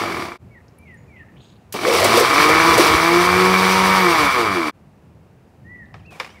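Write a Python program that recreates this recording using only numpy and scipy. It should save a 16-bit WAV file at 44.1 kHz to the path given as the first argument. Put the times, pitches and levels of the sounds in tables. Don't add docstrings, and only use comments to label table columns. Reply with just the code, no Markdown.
import sys
import numpy as np
from scipy import signal
from scipy.fft import rfft, irfft
from scipy.io import wavfile
from scipy.ndimage import uniform_filter1d

SR = 44100
rng = np.random.default_rng(int(sys.argv[2]) if len(sys.argv) > 2 else 0)


def amplitude_ratio(level_db):
    exponent = np.asarray(level_db, float) / 20
    return 10 ** exponent


def pcm_store(signal):
    levels = np.round(np.clip(np.atleast_2d(signal), -1, 1) * 32767)
    wavfile.write(sys.argv[1], SR, levels.astype(np.int16).T)


N = 282240
T = np.arange(N) / SR
POWER_ON_S, POWER_OFF_S = 1.742, 4.0
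CUTS_S = [.379, 4.712]
TOP_HZ = 15700


def unit(x):
    return x / np.sqrt(np.mean(x ** 2) + 1e-18)


def curve(table, edge=None):
    s, *columns = np.transpose(table)
    return [np.interp(T, s, c, edge, edge) for c in columns]


def colour(x, points):
    hz, db = np.transpose(points)
    log_hz = np.log(np.fft.rfftfreq(N, 1 / SR) + 1)
    return irfft(rfft(x) * amplitude_ratio(np.interp(log_hz, np.log(hz), db)), N)


def band(x, hz, width):
    return signal.lfilter(*signal.iirpeak(min(hz, .4 * SR), max(hz / width, .3), SR), x)


def band_twice(x, hz, width):
    return band(band(x, hz, width), hz, width)


def body(x, modes):
    return sum((-1) ** k * amplitude_ratio(db) * band(x, hz, width) for k, (hz, width, db) in enumerate(modes))


def walk(rate):
    k = int(SR / rate)
    return unit(uniform_filter1d(np.repeat(rng.standard_normal(N // k + 1), k), k)[:N])


def noise():
    return rng.standard_normal(N)


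def burst(s, peak_db, hz, width, t60, rise=0.00015):
    t = np.clip(T - s, 0, 1)
    envelope = np.exp(-np.log(1000) * t / t60) * (1 - np.exp(-t / rise))
    puff = band_twice(noise(), hz, width) * envelope
    return puff * amplitude_ratio(peak_db) / np.abs(puff).max()


def echo(x, t60, wet_db, grain=0.):
    t = T[:SR // 2]
    tail = rng.standard_normal(len(t)) * np.exp(-np.log(1000) * t / t60) * (t > .004)
    wet = signal.fftconvolve(x, tail / np.sqrt(np.sum(tail ** 2)))[:N]
    return x + amplitude_ratio(wet_db) * wet * (1 - grain + grain * walk(350))


SMOOTH_SHARE, COAST_SHARE, START_SHARE, BREAKUP_S = .14, .72, .7, .5
JAM_S, JAM_SHARE, JAM_LENGTH_S = 2.806, 0.38, 0.11


def lumps():
    start = START_SHARE * np.exp(-((T - POWER_ON_S) / BREAKUP_S) ** 4)
    jam = JAM_SHARE * np.exp(-((T - JAM_S) / JAM_LENGTH_S) ** 2)
    return np.clip(np.where(T < CUTS_S[0], COAST_SHARE, SMOOTH_SHARE + start + jam), 0, 1)


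def shaft_pulse(hz, turns):
    angle = 2 * np.pi * (turns % 1) + 1e-7
    every_multiple = np.sin((np.floor(2600 / hz) + .5) * angle) / (2 * np.sin(angle / 2)) - .5
    return (every_multiple - np.cos(angle) - np.cos(2 * angle)) * (hz / 150) ** 0.15


# centre in Hz, width in Hz, level in dB.
BASE_MODES = [(983, 18, -1.5), (1149, 230, -3), (1810, 61, -10.5), (2212, 28, -5.5), (2338, 70, -4),
              (3366, 290, -14.5), (4710, 170, -11)]
# frequency in Hz, level in dB per Hz.
CHURN_SPECTRUM = [(120, -48.5), (200, 0.5), (251, -20), (360, -5.5), (609, -17), (1190, -3.5),
                  (1530, -15.5), (2270, -7.5), (2530, -21.5), (3500, -24), (4550, -48), (7700, -120)]
KNOCK_DB, GUSH_DB, CHURN_DB = -.5, -7.5, -1.0
CHURN_COAST_DB = -1
RING_HZ, RING_WIDTH_HZ, RING_DB = 476.7, 15, -13


def rattle(hz, turns, pulse, ripple, share, gate, coasting):
    size = amplitude_ratio(2.2 * rng.standard_normal(2000))[np.floor(turns + .5).astype(int)]
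    push = 1 + 0.82 * ripple + 1.2 * share * ripple ** 3
    knocks = np.sqrt(1 - share) * pulse * size * push
    out = amplitude_ratio(KNOCK_DB) * unit(body(knocks, BASE_MODES))
    out += amplitude_ratio(GUSH_DB) * unit(body(gate * noise(), BASE_MODES))
    out += amplitude_ratio(CHURN_DB + CHURN_COAST_DB * coasting) * unit(colour(gate * noise(), CHURN_SPECTRUM))
    out = signal.sosfilt(signal.butter(3, 720, "high", fs=SR, output="sos"), out)
    ring = band(band(noise(), RING_HZ, RING_WIDTH_HZ), RING_HZ, 2 * RING_WIDTH_HZ)
    return out + amplitude_ratio(RING_DB) * (hz / 190) ** 2 * unit(ring)


# frequency in Hz, level in dB per Hz.
COUNTER_SPECTRUM = [(30, -42), (55, -16), (80, 2), (120, -5), (200, -5), (300, -22.5), (600, -73.5)]


def counter_rumble(hz):
    return np.sqrt(hz / 170) * amplitude_ratio(-19.5 + 2.1 * walk(13)) * unit(colour(noise(), COUNTER_SPECTRUM))


# centre in Hz, width in Hz, level in dB.
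JAR_MODES = [(231, 170, -2), (353, 35, 4), (458.4, 6.4, 4.5), (582, 63, -5), (707, 80, -5)]
# centre in Hz, width in Hz, level in dB.
LUMP_MODES = [(350, 86, 0), (468, 16, 3), (672, 210, -6)]


def jar_boom(pulse, ripple, share):
    regular = unit(body(pulse * (1 + .5 * ripple), JAR_MODES))
    tumbling = unit(body(noise() * amplitude_ratio(1.5 * walk(30)), LUMP_MODES))
    return np.sqrt(1 - share) * regular + np.sqrt(share) * tumbling


# frequency in Hz, level in dB per Hz.
HISS_SPECTRUM = [(1530, -22.5), (2600, 0), (3320, -2.5), (3800, -2), (4700, -2.5), (6000, -4.5),
                 (6430, -12.5), (8840, -11.5), (10900, -14), (13300, -18), (16000, -20.5)]
WHINE_LEVELS = [-18, -14.5, -12.5, -17, -14]
BARS = 24
STEADY_S, STEADY_RISE_S = 2.98, .06
WHINE_LOADED_DB, WHINE_CLEAR_DB, WHINE_COAST_DB_PER_S = -15, -3.5, -8


def hiss_and_whine(hz, turns, gate, coasting):
    out = unit(colour(noise() * (1 + gate) * amplitude_ratio(1.6 * walk(45)), HISS_SPECTRUM))
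    cleared = 1 / (1 + np.exp((STEADY_S - T) / STEADY_RISE_S))
    clear_db = WHINE_LOADED_DB + (WHINE_CLEAR_DB - WHINE_LOADED_DB) * cleared
    clear_db = clear_db + WHINE_COAST_DB_PER_S * coasting
    for k, db in enumerate(WHINE_LEVELS):
        order = BARS * (k + 1)
        tone = np.sin(2 * np.pi * order * turns + 1.2 * walk(150)) * (order * hz < TOP_HZ)
        out += amplitude_ratio(db + clear_db - 1 + 3 * walk(30)) * tone
    return out


# centre in Hz, width in Hz, level in dB.
SHELL_MODES = [(100, 25, -29), (190.86, 39, -25.5), (230, 20, -26.5), (304.6, 45, -24.5), (349.4, 35, -16),
               (446, 60, -21.5), (947.2, 33, -24.5)]


def shell_db(hz):
    power = sum(amplitude_ratio(db) ** 2 / (1 + (2 * (hz - f) / width) ** 2) ** 2 for f, width, db in SHELL_MODES)
    return 10 * np.log10(power + amplitude_ratio(-50.5) ** 2)


# multiple of the shaft rate, level in dB.
SINGING_ORDERS = [(4, -20.5), (5, 3), (6, -11)]
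SECOND_DB, UNPOWERED_DB = -1.0, -3
BLADE_DB, BLADE_CLEAR_S = 0, .35


def shaft_tones(hz, turns, ripple, share, coasting):
    first_db = shell_db(hz) + UNPOWERED_DB * np.clip(4 * coasting, 0, 1) + 0.5 * walk(11)
    out = amplitude_ratio(first_db) / np.sqrt(1.01 - share) * np.sin(2 * np.pi * turns) * (1 + 0.37 * ripple)
    second_db = shell_db(2 * hz) + SECOND_DB + 2.0 * walk(15)
    out += amplitude_ratio(second_db) * np.sin(4 * np.pi * turns) * (1 + 0.23 * ripple)
    for k, db in SINGING_ORDERS:
        audible = np.clip((k * hz - 520) / 200, 0, 1)
        out += amplitude_ratio(shell_db(5 * hz) + db + walk(15)) * audible * np.cos(2 * np.pi * round(k) * turns)
    idling = np.clip(coasting / BLADE_CLEAR_S, 0, 1) ** 2
    return out + amplitude_ratio(shell_db(4 * hz) + BLADE_DB) * idling * np.sin(8 * np.pi * turns)


# time in seconds, shaft turns in Hz, level in dB.
RUN_DOWN = [(0.0, 56.1, -23.5), (0.126, 42.92, -27.5), (0.212, 35.62, -28), (0.292, 29.5, -34),
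            (0.364, 25.4, -44.5)]
# time in seconds, shaft turns in Hz, level in dB.
FULL_BURST = [(1.74, 27.12, -30), (1.8, 43.1, -33), (1.85, 57.26, -22.5), (1.95, 83.55, -19.5),
              (2.1, 111.4, -16), (2.22, 120, -15.5), (2.28, 130.6, -18), (2.4, 149.6, -12.5),
              (2.71, 168.8, -13.5), (2.83, 150.8, -14.5), (3.17, 175.4, -15.5), (3.5, 186.4, -15),
              (3.99, 190.1, -15), (4.25, 142.8, -15), (4.4, 117.6, -18), (4.58, 86.46, -22),
              (4.7, 71.47, -23)]
RIPPLE_HZ = 100.
BOOM_DB, BOOM_LUMP_DB, HISS_DB, HISS_LUMP_DB, HISS_COAST_DB = -9, 4, -11, 8, -4
GULP_S, GULP_LENGTH_S, GULP_DB = 4.31, 0.026, -15.5


def motor():
    hz, level_db = curve(RUN_DOWN + FULL_BURST)
    running = (T < CUTS_S[0]) | (T > FULL_BURST[0][0])
    share, coasting = lumps(), np.clip(T - POWER_OFF_S, 0, 1)
    turns = np.cumsum(hz * (1 + .0025 * walk(40))) / SR
    powered = (T > POWER_ON_S) & (T < POWER_OFF_S)
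    ripple = np.cos(2 * np.pi * RIPPLE_HZ * T) * powered
    pulse = shaft_pulse(hz, turns)
    gate = np.sqrt(1.5 + 0.82 * share) * (0.73 + np.exp(-(turns % 1) / 0.64)) * (1 + 0.1 * ripple)
    gulp = amplitude_ratio(GULP_DB * np.exp(-((T - GULP_S) / GULP_LENGTH_S) ** 2))
    boom_db = BOOM_DB + BOOM_LUMP_DB * share
    hiss_db = HISS_DB + np.where(T < 1, 0, HISS_LUMP_DB * share) + HISS_COAST_DB * coasting
    shaking = rattle(hz, turns, pulse, ripple, share, gate, coasting) + counter_rumble(hz)
    out = amplitude_ratio(level_db - 1.92) * shaking
    out += amplitude_ratio(level_db + boom_db + 3.5) * jar_boom(pulse, ripple, share) * gulp
    out += amplitude_ratio(level_db + hiss_db - 0.52) * hiss_and_whine(hz, turns, gate, coasting)
    tones = shaft_tones(hz, turns, ripple, share, coasting) * gulp
    out += np.sqrt(2 * (1 - share)) * amplitude_ratio((level_db + 15.5) * 0.81) * tones
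    return running * out


# frequency in Hz, level in dB per Hz.
ROOM_SPECTRUM = [(18, -42.5), (30, -21), (85, -0.5), (173, -4), (225, -7.5), (284, -13.5), (359, -13.5),
                 (505, -17.5), (852, -21), (996, -24), (1360, -28), (1870, -32), (2760, -34), (3150, -40),
                 (15500, -51.5)]
ROOM_DB, ROOM_LATE_DB = -46.5, -47.5


def kitchen():
    floor = colour(noise(), ROOM_SPECTRUM)
    bass = band(floor, 120, 200)
    fluttering = unit(floor + bass * (amplitude_ratio(2.8 * walk(10)) - 1))
    return fluttering * amplitude_ratio(np.where(T < POWER_ON_S, ROOM_DB, ROOM_LATE_DB))


def whistle(s, length, hz, db, waver=1):
    on = (T > s) & (T < s + length)
    level = uniform_filter1d(on * amplitude_ratio(db + waver * 1.7 * walk(70)), 300)
    phase = 2 * np.pi * np.cumsum(hz * (1 + waver * 0.011 * walk(90))) / SR
    return level * np.sqrt(2) * np.sin(phase)


# start in seconds, length in seconds, first pitch in Hz, hold as a share, peak in dB.
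FALLING_WHISTLES = [(0.507, 0.086, 2243, 0.37, -46), (.785, 0.19, 2350, 0.34, -46.5),
                    (1.079, 0.17, 2500, 0.021, -46)]
FALL_END_HZ, LOUD_SHARE, FALL_START_DB, FALL_END_DB = 1630, 0.84, -14, -20
GLIDE_BEND = 0.052


def falling_whistles():
    out = 0
    for s, length, first, hold, db in FALLING_WHISTLES:
        u = (T - s) / length
        slide = np.clip((u - hold) / (1 - hold), 0, 1)
        bent = u + GLIDE_BEND * np.sin(2 * np.pi * slide)
        hz = np.interp(bent, [hold, 1], [first, FALL_END_HZ])
        swell_db = np.interp(u, [0, LOUD_SHARE, 1], [FALL_START_DB, 0, FALL_END_DB])
        out = out + whistle(s, length, hz, db + swell_db)
    return out


# start in seconds, peak in dB, pitch near mid-note in Hz.
TRILL_NOTES = [(1.3565, -53, 2960), (1.392, -53, 3630), (1.4366, -56, 3850), (1.475, -61, 4040),
               (1.5094, -64, 4100), (1.5474, -60, 3590)]


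def trill():
    out, breath = 0, walk(1500)
    for s, db, hz in TRILL_NOTES:
        u = np.clip((T - s) / 0.032, 0, 1)
        phase = 2 * np.pi * np.cumsum(hz * (.72 + .5 * u)) / SR
        out = out + amplitude_ratio(db) * np.sin(np.pi * u) * (.1 + breath) * np.sin(phase)
    return out


def rasp():
    swell = np.exp(-((T - 1.47) / 0.075) ** 2) * amplitude_ratio(3 * walk(40.8))
    out = amplitude_ratio(-63.0) * unit(band_twice(noise(), 3400, 1500))
    out += amplitude_ratio(-69.0) * unit(band(noise(), 6750, 250)) + amplitude_ratio(-77) * unit(band(noise(), 8100, 150))
    return swell * out


# start in seconds, length in seconds, top and last pitch in Hz, peak in dB.
ARCHED_WHISTLES = [(5.645, .205, 1965, 1740, -43), (6.335, .055, 2260, 1850, -52)]
ARCH_TOP_SHARE, ARCH_RISE, ARCH_EDGE_DB = .42, .085, -13


def arched_whistles():
    out = 0
    for s, length, top, last, db in ARCHED_WHISTLES:
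        u = np.clip((T - s) / length, 0, 1)
        before = np.clip(1 - u / ARCH_TOP_SHARE, 0, 1)
        after = np.clip((u - ARCH_TOP_SHARE) / (1 - ARCH_TOP_SHARE), 0, 1)
        hz = top * (1 - ARCH_RISE * before ** 2) + (last - top) * after ** 2.4
        out = out + whistle(s, length, hz, db + ARCH_EDGE_DB * (2 * u - 1.1) ** 4, waver=.3)
    return out


# start in seconds, peak in dB, centre in Hz, width in Hz.
FAR_PEEPS = [(0.868, -51, 2550, 500), (.9, -53, 2500, 600), (.97, -60, 6900, 90), (1.16, -50, 2590, 500),
             (1.19, -51, 2580, 500), (1.23, -55, 1270, 100)]
# start in seconds, length in seconds, first and last pitch in Hz, level in dB.
SHORT_GLIDES = [(5.99, .03, 3200, 2250, -62), (6.05, .022, 2450, 2760, -54), (6.072, .09, 2750, 2270, -51),
                (6.25, .085, 2550, 3250, -61), (6.29, .045, 5400, 6000, -66)]


def birds():
    out = falling_whistles() + trill() + rasp() + arched_whistles()
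    for s, db, hz, width in FAR_PEEPS:
        out = out + burst(s, db, hz, width, 0.12, rise=.003)
    for s, length, first, last, db in SHORT_GLIDES:
        out = out + whistle(s, length, np.interp(T, [s, s + length], [first, last]), db)
    return echo(out, t60=.62, wet_db=-4, grain=.42)


# start in seconds, peak in dB, centre in Hz.
SMALL_TICKS = [(0.6818, -48, 5300), (0.7851, -46, 10700), (0.9433, -54, 9320), (5.8563, -58, 3590),
               (6.0601, -52, 4500)]
# start in seconds, peak in dB, crack in dB against it, ring in seconds, centre in Hz.
SPOON_TAPS = [
    (5.941, -23, -29, 0.086, 920),
    (6.199, -7.5, -18, 0.053, 1270),
]
# centre in Hz, width in Hz, level in dB.
TAP_RESONANCES = [(507, 90, 5), (950, 390, -1.5), (1270, 110, 1), (1810, 810, -0.5), (2350, 1500, -1),
                  (3440, 930, -4.5), (5300, 870, -5.5)]
DRAG_S, DRAG_RISE_S, DRAG_DB = 6.107, 0.08, -59.5
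SQUELCH_DB, SLUMP_DB_PER_S = 13.5, -70
SPLASH_DB, SPLASH_T60_S = -22, 0.35


def spoon():
    out = sum(burst(s, db, hz, 0.25 * hz, 0.026) for s, db, hz in SMALL_TICKS)
    slop = 0
    for s, db, crack_db, ring, hz in SPOON_TAPS:
        strike = burst(s, 0, hz, 2.0 * hz, max(ring, .004)) + burst(s, 2.3, 2.05 * hz, 3 * hz, 0.018)
        clack = body(strike, TAP_RESONANCES)
        out = out + amplitude_ratio(db - 4.5) * clack / np.abs(clack).max()
        out = out + burst(s, db + crack_db, 4200, 7700, 0.028)
        slop = slop + burst(s, db + SPLASH_DB, 1400, 3000, SPLASH_T60_S, rise=.004)
    drag_db = DRAG_DB + SLUMP_DB_PER_S * np.clip(T - SPOON_TAPS[-1][0], 0, 1)
    build_up = (T > DRAG_S) * np.clip(.5 + .5 * (T - DRAG_S) / DRAG_RISE_S, 0, 1)
    grain = build_up * amplitude_ratio(drag_db + 1.7 * walk(90))
    scrape = amplitude_ratio(-2.0) * unit(band(noise(), 4000, 7000))
    squelch = amplitude_ratio(SQUELCH_DB + 2.5) * unit(band(noise(), 640, 600))
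    return echo(out, t60=.45, wet_db=-7, grain=.5) + grain * (scrape + squelch) + slop


# start in seconds, peak in dB, centre in Hz.
SWITCH_CLICKS = [
    (1.724, -20.5, 11400),
    (1.743, -15.5, 342),
]


def switch():
    return sum(burst(s, db, hz, 1.7 * hz, 0.08, rise=0.00042) for s, db, hz in SWITCH_CLICKS)


# start in seconds, peak in dB, crack in dB against it, centre in Hz, ring in seconds.
CHUNK_HITS = [(1.853, -4, -21.5, 479.4, 0.74), (1.934, -17.5, 1.5, 443, 0.13), (1.999, -7, -6, 600, 0.32),
              (2.042, -5.5, -0.5, 620, 0.081), (2.172, -3, -4.5, 477.5, 0.073), (2.195, -2, -6, 470, 0.14),
              (2.489, -7, -7, 461.7, 0.06), (2.54, -14.5, -14, 330, 0.11), (2.777, 0.5, -7, 562.8, 0.055),
              (2.794, -1, -12, 352.4, 0.1), (2.937, -9, -26, 324.7, 0.12)]
# start in seconds, peak in dB, centre in Hz.
JAR_THUMPS = [(1.999, -34, 86.1), (2.529, -26, 110), (2.739, -21.5, 121), (2.899, -19, 78.1),
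              (2.939, -18.5, 80.7)]


def chunks():
    out = sum(burst(s, db, hz, .5 * hz, 0.1, rise=0.007) for s, db, hz in JAR_THUMPS)
    for s, db, crack_db, hz, ring in CHUNK_HITS:
        out = out + burst(s, db - 4.0, hz, 0.27 * hz, max(ring, .01), rise=0.011)
        out = out + burst(s, db + crack_db - 3, 6500, 12000, 0.075, rise=0.0012)
    return out


def fades():
    out = [np.clip((s - T) / .025, 0, 1) for s in CUTS_S]
    back = [np.clip((T - s) / .04, 0, 1) for s in CUTS_S]
    return np.where(T < 1, out[0], out[1]), (out[0] + back[0]) * (out[1] + back[1])


def scene():
    shot, room = fades()
    blender = echo(motor() + chunks() + switch(), t60=.25, wet_db=-14) * shot
    return (blender + birds() + spoon() + kitchen() * (0.05 + 0.97 * room))[None]


def low_pass(x):
    return signal.sosfilt(signal.butter(12, 16370, fs=SR, output="sos"), x)


def record(dry):
    rounded = 1.12 * np.tanh(.95 * dry)
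    x = signal.sosfilt(signal.butter(3, 52, "high", fs=SR, output="sos"), rounded)
    x = signal.sosfilt(signal.ellip(10, .2, 60, TOP_HZ, fs=SR, output="sos"), x)
    return low_pass(x)


dry = scene()
out = record(dry)
pcm_store(out)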